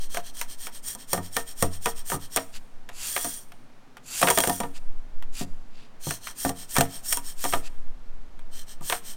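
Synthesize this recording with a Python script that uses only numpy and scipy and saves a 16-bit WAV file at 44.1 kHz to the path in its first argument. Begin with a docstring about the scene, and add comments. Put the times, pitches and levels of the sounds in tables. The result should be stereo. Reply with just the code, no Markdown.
"""A steel hand scraper is pushed to and fro over a glued wooden panel, close to a single microphone.
The edge is random noise that grows with the hand's speed and is filtered by the blade's ringing modes.
Beads of dried glue snap off: each one cracks, ticks the steel and knocks the panel's modes.
The bench sways as very deep noise, ventilation hums faintly, and the room adds a short tail."""
import sys
import numpy as np
from scipy import signal
from scipy.fft import rfft, irfft, next_fast_len
from scipy.io import wavfile
from scipy.ndimage import map_coordinates

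SR = 44100
rng = np.random.default_rng(int(sys.argv[2]) if len(sys.argv) > 2 else 0)


def put_to_file(sound):
    """Save the sound as 16-bit audio at rate SR, in the file named by the first command-line argument."""
    columns = np.atleast_2d(sound).T  # one column per channel
    safe = np.clip(columns, -1, 1)
    whole_steps = np.round(safe * 32767)
    wavfile.write(sys.argv[1], SR, whole_steps.astype(np.int16))


N = 403956  # length in samples

# All levels below are relative; later gains set the final loudness.
# Scrubbing, one push and its lighter return. Each row: start in seconds, length in seconds,
# push level in dB, return level in dB, freedom of the blade to ring in dB.
SCRUB_CYCLES = [(-0.165, 0.25, -42, -43, -7.5), (0.083, 0.24, -38, -43.5, -9), (0.325, 0.243, -38, -42, -4),
                (0.569, 0.24, -38.5, -42.5, 1), (0.822, 0.24, -33.5, -45.5, 4),
                (1.071, 0.23, -34, -43.5, 3), (1.307, 0.24, -36, -41.5, 6), (1.554, 0.24, -35, -43.5, 6),
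                (1.805, 0.23, -35, -42.5, 5.5), (2.045, 0.24, -31.5, -43, -1.5),
                (5.996, 0.35, -34, -40, -11), (6.346, 0.328, -32, -41, -0.5), (6.672, 0.35, -31, -40, 1),
                (7.022, 0.33, -29.5, -39.5, 6.5), (8.504, 0.26, -43, -45, -7), (8.807, 0.36, -33, -40, -4)]
# Single pushes without a return. Each row: start in seconds, fastest moment in seconds,
# end in seconds, level in dB, freedom in dB.
SINGLE_PUSHES = [(2.284, 2.352, 2.49, -39.5, 6), (2.883, 3.16, 3.495, -32.5, 2),
                 (4.002, 4.29, 4.734, -30.5, 2), (7.342, 7.482, 7.65, -33, 3.5)]
# The slack edge skims without biting. Each row: start in seconds, fastest moment in seconds,
# end in seconds, level in dB.
SKIMMING_FLICKS = [(2.509, 2.562, 2.6, -42.5), (4.725, 4.773, 4.797, -44.5), (5.305, 5.405, 5.467, -36),
                   (5.682, 5.794, 5.95, -56.5), (7.6, 7.672, 7.695, -44)]
# The hold on the blade, slackening later on. 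Each row: time in seconds, blade pitch as a ratio to usual.
GRIP_OVER_TIME = [(0, 1), (4.5, 1.005), (6, 0.99), (9, 0.975)]
# The blade's modes, damped by the fingers. Each row: usual pitch in Hz, usual width in Hz,
# level in dB, dB gained per dB of freedom.
BLADE_MODES = [(3230, 60, 1.5, -0.1), (4240, 110, -10, -0.9), (5560, 50, 0, 1.1), (8600, 160, 1.5, 0.5),
               (1830, 150, -13, 0.3), (6000, 260, -13, -0.9), (7080, 100, -13, 1.2), (8900, 700, -13, 0.3),
               (10200, 170, -14, 0.9), (12300, 130, -3, 0.2), (14400, 500, -6, 0.5)]
# Spectrum of the rubbing edge. Each row: frequency in Hz, strength in dB per Hz.
RASP_SPECTRUM = [(80, -5), (300, -13), (700, -11.5), (1100, -7), (1800, -7.5), (2600, -8), (3200, -3),
                 (4500, -4.5), (6500, -5.5), (8800, -7.5), (11000, -10.5), (14000, -9.5), (16000, -21.5)]
# Faint tones that glide with each stroke. Each row: multiple of the lowest pitch, level in dB.
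GLIDING_TONES = [(1, -19.5), (2, -31.5), (3, -22)]
# Slow rocking of the bench. Each row: time in seconds, level in dB.
SWAY_LEVELS = [(0.0, -25), (0.74, -39.5), (0.89, -45), (1.89, -26), (2.47, -42.5), (2.55, -31.5),
               (4.41, -54.5), (4.9, -22), (5.59, -23.5), (5.81, -41), (7.02, -33), (7.09, -29.5),
               (8.14, -22.5), (9.16, -38.5)]
# Spectrum of the workshop's ventilation. Each row: frequency in Hz, strength in dB per Hz.
VENTILATION_SPECTRUM = [(40, -7), (65, -13.5), (120, -2.5), (170, -5), (250, -1), (320, -9), (800, -10.5),
                        (1500, -15.5), (3000, -22.5), (6000, -28), (10000, -35.5), (16000, -41.5)]
# How fast the room's tail dies. Each row: frequency in Hz, time to fall 60 dB in seconds.
ROOM_DECAY = [(100, 0.29), (1000, 0.91), (8000, 0.9), (16000, 0.87)]
# Glue beads breaking off. Each row: time in seconds, knock level in dB, depth (thud over knock) in dB,
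# sharpness (steel tick over knock) in dB, thud pitch in Hz.
GLUE_SNAPS = [(0.145, -39.5, -17.5, 6, 216), (0.171, -30.5, -17, -1, 190), (0.413, -40.5, -30, 13, 220),
              (0.669, -44, -25.5, 9, 210), (0.949, -48, -2, 13, 226), (1.131, -25, -8, 7, 176),
              (1.176, -33, -0.5, -15.5, 150), (1.366, -26.5, -16, 4.5, 197), (1.624, -22.5, -1.5, 5, 99.2),
              (1.858, -24, -13, 1, 218), (2.1, -39.5, -15.5, 12.5, 198.6), (2.118, -28, -8, -16.5, 195),
              (2.141, -32.5, 1.5, -6, 148), (2.361, -30.5, -9.5, 13, 330), (2.371, -26, -16, 2, 310),
              (3.164, -31.5, -23, 3, 210), (3.245, -33.5, -3.5, 3.5, 237), (4.215, -28.5, -14, 6.5, 170),
              (4.227, -19.5, -14, -13.5, 159), (4.232, -25, -6, 2, 158), (4.272, -24, -17, -8.5, 179.9),
              (4.285, -27, -25.5, 4, 190), (4.301, -24.5, -14.5, 9, 180), (4.308, -30.5, -17.5, 8.5, 234),
              (4.375, -22, -12.5, -1.5, 285), (4.385, -28.5, -4.5, 12, 272.3),
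              (4.403, -36, -14.5, 17.5, 280), (4.437, -28, -21, 5.5, 190), (4.473, -27.5, -1, 4.5, 223),
              (4.496, -25, -3, 1.5, 274), (4.602, -28.5, -3.5, 0.5, 220), (4.634, -32, -3.5, -19, 257),
              (5.409, -38, 8, -3.5, 200), (6.068, -38.5, 8.5, -2.5, 161), (6.108, -37.5, -28, 9, 120),
              (6.271, -52, -45, 8.5, 130), (6.449, -25.5, -1, -3, 217), (6.492, -32, -4, 4.5, 160),
              (6.755, -38.5, -18, 9, 190), (6.765, -27, -22.5, 4.5, 210), (6.783, -24.5, 4, 4.5, 163),
              (6.808, -20, -11, 2, 233), (7.125, -39.5, -32, 21, 243), (7.171, -35, -10, 11, 252),
              (7.44, -32.5, -12, 6.5, 313), (7.45, -31, -10.5, -1, 302), (7.526, -35.5, -23, -3.5, 260),
              (7.535, -23, -10, -10.5, 316), (8.809, -46.5, 4, -4, 147), (8.898, -36, -28, 9.5, 260),
              (8.924, -28.5, -22, 0, 210)]
# The edge lightly touches the panel. 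Each row: time in seconds, knock level in dB.
EDGE_TOUCHES = [(2.89, -48.5), (3.52, -55), (3.969, -52), (5.224, -52), (8.392, -60)]
# The panel's modes on its bench. Each row: usual pitch in Hz, usual level in dB,
# time to fall 60 dB in seconds.
PANEL_MODES = [(91.3, -0.5, 0.51), (147, -2, 0.22), (179.4, -6.5, 0.34), (211, -3, 0.12), (274, -5, 0.27),
               (380, -5.5, 0.15), (465.4, -3.5, 0.22), (532.7, 2, 0.098), (650, -10, 0.21), (704, 3, 0.14),
               (769, -7, 0.13), (944, -18, 0.18), (957, 2, 0.13), (1192, 6.5, 0.085), (1310, -6.5, 0.25),
               (1450, -5, 0.081), (1829, 10.5, 0.12), (1866, 2.5, .07), (2140, -9.5, .06)]
# Spectrum of splitting glue. Each row: frequency in Hz, strength in dB per Hz.
CRACK_SPECTRUM = [(200, -34), (900, -2), (1500, 1), (2200, -3), (3300, -5), (5000, -18), (9000, -18.5),
                  (16000, -31)]

TOP_HZ = 15900  # band limit of the recorder
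PUSH_SHARE = 0.59  # part of a scrubbing cycle spent pushing
OVERLAP_S = 0.012  # the edge still creeps while the hand turns
# Stroke pressure is its level over the usual one; it tilts the spectrum and stiffens the blade.
USUAL_STROKE_DB = -38
RASP_SLOPE, FIZZ_SLOPE = -0.6, 0.2  # dB of low rasp and of top fizz per dB of pressure
GRIP_SLOPE = 0.0014  # pitch ratio gained per dB of pressure
FINGER_DAMPING = 0.5  # a tightly held blade has wider modes: dB of width per dB of freedom lost
BLADE_RING_DB, SKIM_GRIP = 5.5, 0.85  # ring of a biting blade; pitch ratio of a skimming one
BEND_PER_S, BEND_TURNS = 0.09, 0.4  # pitch bend per second of stroke, and its part of a sine turn
USUAL_KNOCK_DB = -30
KNOCK_HZ, KNOCK_HZ_PER_DB, KNOCK_SCATTER = 770, -5, 0.1  # a harder knock is lower; scatter is log pitch
CRACK_SLOPE = -0.63  # a deep bite splits the glue less: dB of crack per dB of depth
TOUCH_DEPTH_DB, TOUCH_SHARP_DB, TOUCH_HZ = -27, 1, 213
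HAND_LOAD = 0.012  # random shift of the panel's modes, as a fraction of their pitch


def amp(db):
    """Turn decibels into gain."""
    return 10 ** (np.asarray(db) / 20)


def unit(x):
    """Scale a sound to rms 1."""
    return x / np.sqrt(np.mean(x ** 2) + 1e-20)


def opening(x, span):
    """Scale a hit to rms 1 over its first span seconds."""
    return x / np.sqrt(np.mean(x[:round(span * SR)] ** 2) + 1e-20)


def along(points, hz):
    """Read a curve of (Hz, value) points on a log frequency axis."""
    f, value = np.transpose(points)
    return np.interp(np.log(hz + 1), np.log(f), value)


def wobble(rate, size):
    """A random curve with rate knots a second."""
    knots = rng.standard_normal(int(size * rate / SR) + 2)
    return np.interp(np.arange(size) * rate / SR, np.arange(len(knots)), knots)


def filtered(x, response):
    """Multiply the spectrum of x by a response, given as a function of frequency."""
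    m = next_fast_len(len(x) + 1024, True)
    hz = np.fft.rfftfreq(m, 1 / SR)
    return irfft(rfft(x, m) * response(hz), m)[:len(x)]


def noise(spectrum, size):
    """Random noise of rms 1 shaped by a spectrum."""
    return unit(filtered(rng.standard_normal(size), lambda hz: amp(along(spectrum, hz))))


def add(track, s, x):
    """Mix x into the track from time s on."""
    start = round(s * SR)
    x = x[max(-start, 0):]
    part = track[max(start, 0):][:len(x)]
    part += x[:len(part)]


def strokes():
    """List every pass: start s, fastest s, end s, level dB, freedom dB, whether it bites."""
    passes = [(*row, True) for row in SINGLE_PUSHES]
    passes += [(*row, 0, False) for row in SKIMMING_FLICKS]
    for start, length, push_db, return_db, free_db in SCRUB_CYCLES:
        turn = start + PUSH_SHARE * length
        for a, b, db in [(start, turn, push_db), (turn, start + length, return_db)]:
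            passes.append((a - OVERLAP_S, (a + b) / 2, b + OVERLAP_S, db, free_db, True))
    return passes


def steel(force, grip, ring_db, free_db=0, rasp_db=0, fizz_db=0, spread=1):
    """Force on the edge sounds directly and through blade modes, whose pitch and damping the grip sets."""
    widen = spread * amp(-FINGER_DAMPING * free_db)

    def response(hz):
        ring = 0
        for mode_hz, width, db, gain in BLADE_MODES:
            damping = 1j * hz * width * widen
            ring = ring + amp(db + gain * free_db) * damping / ((mode_hz * grip) ** 2 - hz ** 2 + damping)
        # tilt the lows and the top, leaving the middle almost alone
        tilt = along([(4000, rasp_db), (7000, 0.018), (9000, 0.0073), (12500, fizz_db)], hz)
        direct = amp(along(RASP_SPECTRUM, hz))
        # this response is complex, so unit() can turn its phase as well as scale it
        return unit(amp(tilt) * (direct + amp(ring_db) * ring) * (hz < TOP_HZ))
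    return filtered(force, response)


def bent(x):
    """Pressure builds through a stroke and eases near its end; pitch follows, further in a long stroke."""
    bend = BEND_PER_S * len(x) / SR * np.sin(2 * np.pi * BEND_TURNS * np.linspace(0, 1, len(x)))
    return map_coordinates(x, [np.cumsum(1 + bend - bend.mean()) - 1], order=5)


def hollow(t, top_hz=1820, glide_hz=1600):
    """Faint tones glide with each stroke, highest in mid-stroke; glide_hz is their change per second."""
    pitch = top_hz - glide_hz * np.abs(t - t.mean())
    phase = 2 * np.pi * np.cumsum(pitch) / SR
    out = np.zeros(len(t))
    for k, db in GLIDING_TONES:
        # random swelling of both parts makes each tone breathy
        sine = wobble(220 * k, len(t)) * np.sin(k * phase)
        cosine = wobble(220 * k, len(t)) * np.cos(k * phase)
        out += amp(db) * (sine + cosine)
    return out


def scraping(grit_db=3, chatter_db=0.8, skim_db=5, run_up=0.37, swell=2.53, low_db=-4.5, top_db=-3.0,
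             gliding_db=1, drag_db=-19):
    """Each stroke speeds up and slows down; rubbing over countless fibres is a noisy force on the blade."""
    out = np.zeros(N)
    rumble = noise([(18, -12.0), (30, -7.0), (45, -2.5), (70, -20), (95, -13), (160, -35.5), (500, -90)], N)
    for start, fastest, end, db, free_db, bites in strokes():
        pressure = db - USUAL_STROKE_DB
        rasp_db, fizz_db = RASP_SLOPE * pressure, FIZZ_SLOPE * pressure
        stiff = np.interp(fastest, *np.transpose(GRIP_OVER_TIME)) + GRIP_SLOPE * pressure
        t = np.arange(start, end, 1 / SR)
        size = len(t)
        swing = np.abs(np.sin(np.interp(t, [start, fastest, end], [0, np.pi / 2, np.pi])))
        # long strokes reach a cruising speed and hold it
        reach = (end - start) / run_up
        effort = amp(db) * np.tanh(reach * swing ** swell) / np.tanh(reach)
        roughness = amp(grit_db * wobble(2500, size) + chatter_db * wobble(120, size))
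        force = effort * unit(rng.standard_normal(size) * roughness)
        # the edge first skims, slack and low in pitch; if it bites, pressure stiffens the blade and it rings
        bite = bites * np.interp(t - fastest, [-.16, -.04], [0, np.pi / 2])
        skim = steel(force * np.cos(bite), SKIM_GRIP, skim_db, 0,
                     low_db + rasp_db + 7.5, top_db + fizz_db - 5.5, spread=7.5)
        cut = steel(force * np.sin(bite), stiff, BLADE_RING_DB, free_db, low_db + rasp_db, top_db + fizz_db)
        add(out, start, bent(skim + cut))
        add(out, start, effort * amp(gliding_db + .5 * rasp_db) * hollow(t))
        # the drag of the edge rumbles through the bench
        drag = np.take(rumble, np.round(t * SR).astype(int), mode="wrap")
        add(out, start, effort * amp(drag_db) * drag)
    return out


def room_tail(x):
    """The room answers with decaying noise, in which each frequency dies at its own speed."""
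    hz, t, z = signal.stft(rng.standard_normal((SR * 3) // 4), SR, nperseg=256)
    decay = amp(-60 * t / along(ROOM_DECAY, hz)[:, None])
    tail = signal.istft(z * decay, SR, nperseg=256)[1]
    delayed = np.pad(x, (300, 0))  # samples of delay
    return signal.fftconvolve(delayed, tail / np.linalg.norm(tail))[:N]


def sway(rock_db=2):
    """The rocking bench shakes the microphone at the bottom of its range."""
    level_db = np.interp(np.arange(N) / SR, *np.transpose(SWAY_LEVELS))
    shaking = noise([(4, -1.5), (8, 6.0), (14, -8), (22, -26.0), (40, -30), (65, -47), (300, -100)], N)
    return amp(rock_db + level_db) * shaking


def ventilation(level_db=-56):
    """Moving air makes a faint, steady noise, strongest in the lows."""
    return amp(level_db) * noise(VENTILATION_SPECTRUM, N)


def fracture(t, crumble_db, crumble_t60, snap_t60, clump_db=5):
    """Force envelope of one bead: a sharp break, then crumbs giving way in clumps."""
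    crumbs = amp(crumble_db - 60 * t / crumble_t60 + clump_db * wobble(500, len(t)))
    return (amp(-60 * t / snap_t60) + crumbs) * (1 - np.exp(-t / 0.000092))


def panel(t, centre_hz, focus_db, reach, dense_db, dense_t60):
    """A blow sets the panel's modes ringing; its spot and hardness favour those near centre_hz."""
    def weight(f):
        nearness = np.exp(-(np.log2((f + 1) / centre_hz) / 0.27) ** 2)
        return amp(along(reach, f) + focus_db * nearness)

    hz, db, t60 = np.transpose(PANEL_MODES)
    signs = rng.choice([-1, 1], len(hz))
    gains = amp(db + rng.normal(0, 3.9, len(hz))) * signs * weight(hz)
    # the weight of the hands shifts the modes a little from blow to blow
    hz = hz * (1 + HAND_LOAD * rng.standard_normal(len(hz)))
    age = t.astype(np.float32)
    modes = 0
    for gain, f, decay_s in zip(gains, hz, t60):
        fading = np.exp(float(-np.log(1000) / decay_s) * age)
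        modes = modes + float(gain) * np.sin(float(2 * np.pi * f) * age) * fading
    # between the strong modes lie many weak ones, heard as fading noise
    dense = filtered(rng.standard_normal(len(t)), weight) * amp(-60 * t / dense_t60)
    return opening(modes, 0.027) + amp(dense_db) * opening(dense, 0.044)


def snaps(thud_db=-1, knock_db=-.5, crack_db=-6, steel_db=-1.0, ring_db=4):
    """A breaking bead cracks, rings the blade and the panel's modes; a touch does the same, faintly."""
    out = np.zeros(N)
    t, brief = np.arange(SR // 2) / SR, np.arange(SR // 12) / SR
    touches = [(s, db, TOUCH_DEPTH_DB, TOUCH_SHARP_DB, TOUCH_HZ) for s, db in EDGE_TOUCHES]
    for s, db, depth, sharpness, thud_hz in [*GLUE_SNAPS, *touches]:
        # the whole panel heaves in its lowest modes
        low_reach = [(40, 0.5), (85, -7.5), (200, -4.5), (320, 1), (500, -14.5), (1200, -44), (4000, -86.0)]
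        heave = panel(t, thud_hz, focus_db=11, reach=low_reach, dense_db=-4.5, dense_t60=.2)
        heave = heave * (1 - np.exp(-t / 0.00098))
        add(out, s, amp(thud_db + db + depth) * opening(heave, 0.02))
        # the wood around the edge knocks in its middle modes
        knock_hz = KNOCK_HZ + KNOCK_HZ_PER_DB * (db - USUAL_KNOCK_DB)
        knock_hz = knock_hz * np.exp(KNOCK_SCATTER * rng.standard_normal())
        mid_reach = [(170, -26.5), (330, 2.0), (1200, 0.5), (2000, -12.0), (3200, -36.5), (8000, -50.0)]
        wood = panel(t, knock_hz, focus_db=8.0, reach=mid_reach, dense_db=-5.5, dense_t60=0.11)
        wood = wood * (1 - np.exp(-t / 0.0011))
        add(out, s, amp(knock_db + db) * opening(wood, 0.02))
        # the glue splits and crumbles
        breaking = fracture(brief, crumble_db=-13, crumble_t60=0.15, snap_t60=0.023)
        split = noise(CRACK_SPECTRUM, len(brief)) * breaking
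        add(out, s, amp(crack_db + db + CRACK_SLOPE * depth) * opening(split, 0.0027))
        # the freed edge springs forward with a bright tick, 1 ms later
        release = fracture(brief, crumble_db=-17, crumble_t60=0.045, snap_t60=0.0036)
        edge = rng.standard_normal(len(brief)) * release
        tick = steel(edge, 1 + 0.0068 * rng.uniform(0, 1.7), ring_db, rasp_db=-6, fizz_db=-1.5)
        add(out, s + .001, amp(steel_db + db + sharpness) * opening(tick, 0.0055))
    return out


def scene():
    """Mix scraper, room, swaying bench and ventilation, alike in both channels."""
    work = amp(-1.9) * scraping() + snaps()
    mono = work + amp(-23) * room_tail(work) + sway() + ventilation()
    return np.array([mono, mono])


def record(dry):
    """The recorder keeps nothing above its band limit."""
    return np.array([filtered(channel, lambda hz: hz < TOP_HZ) for channel in dry])


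dry = scene()
out = record(dry)
put_to_file(out)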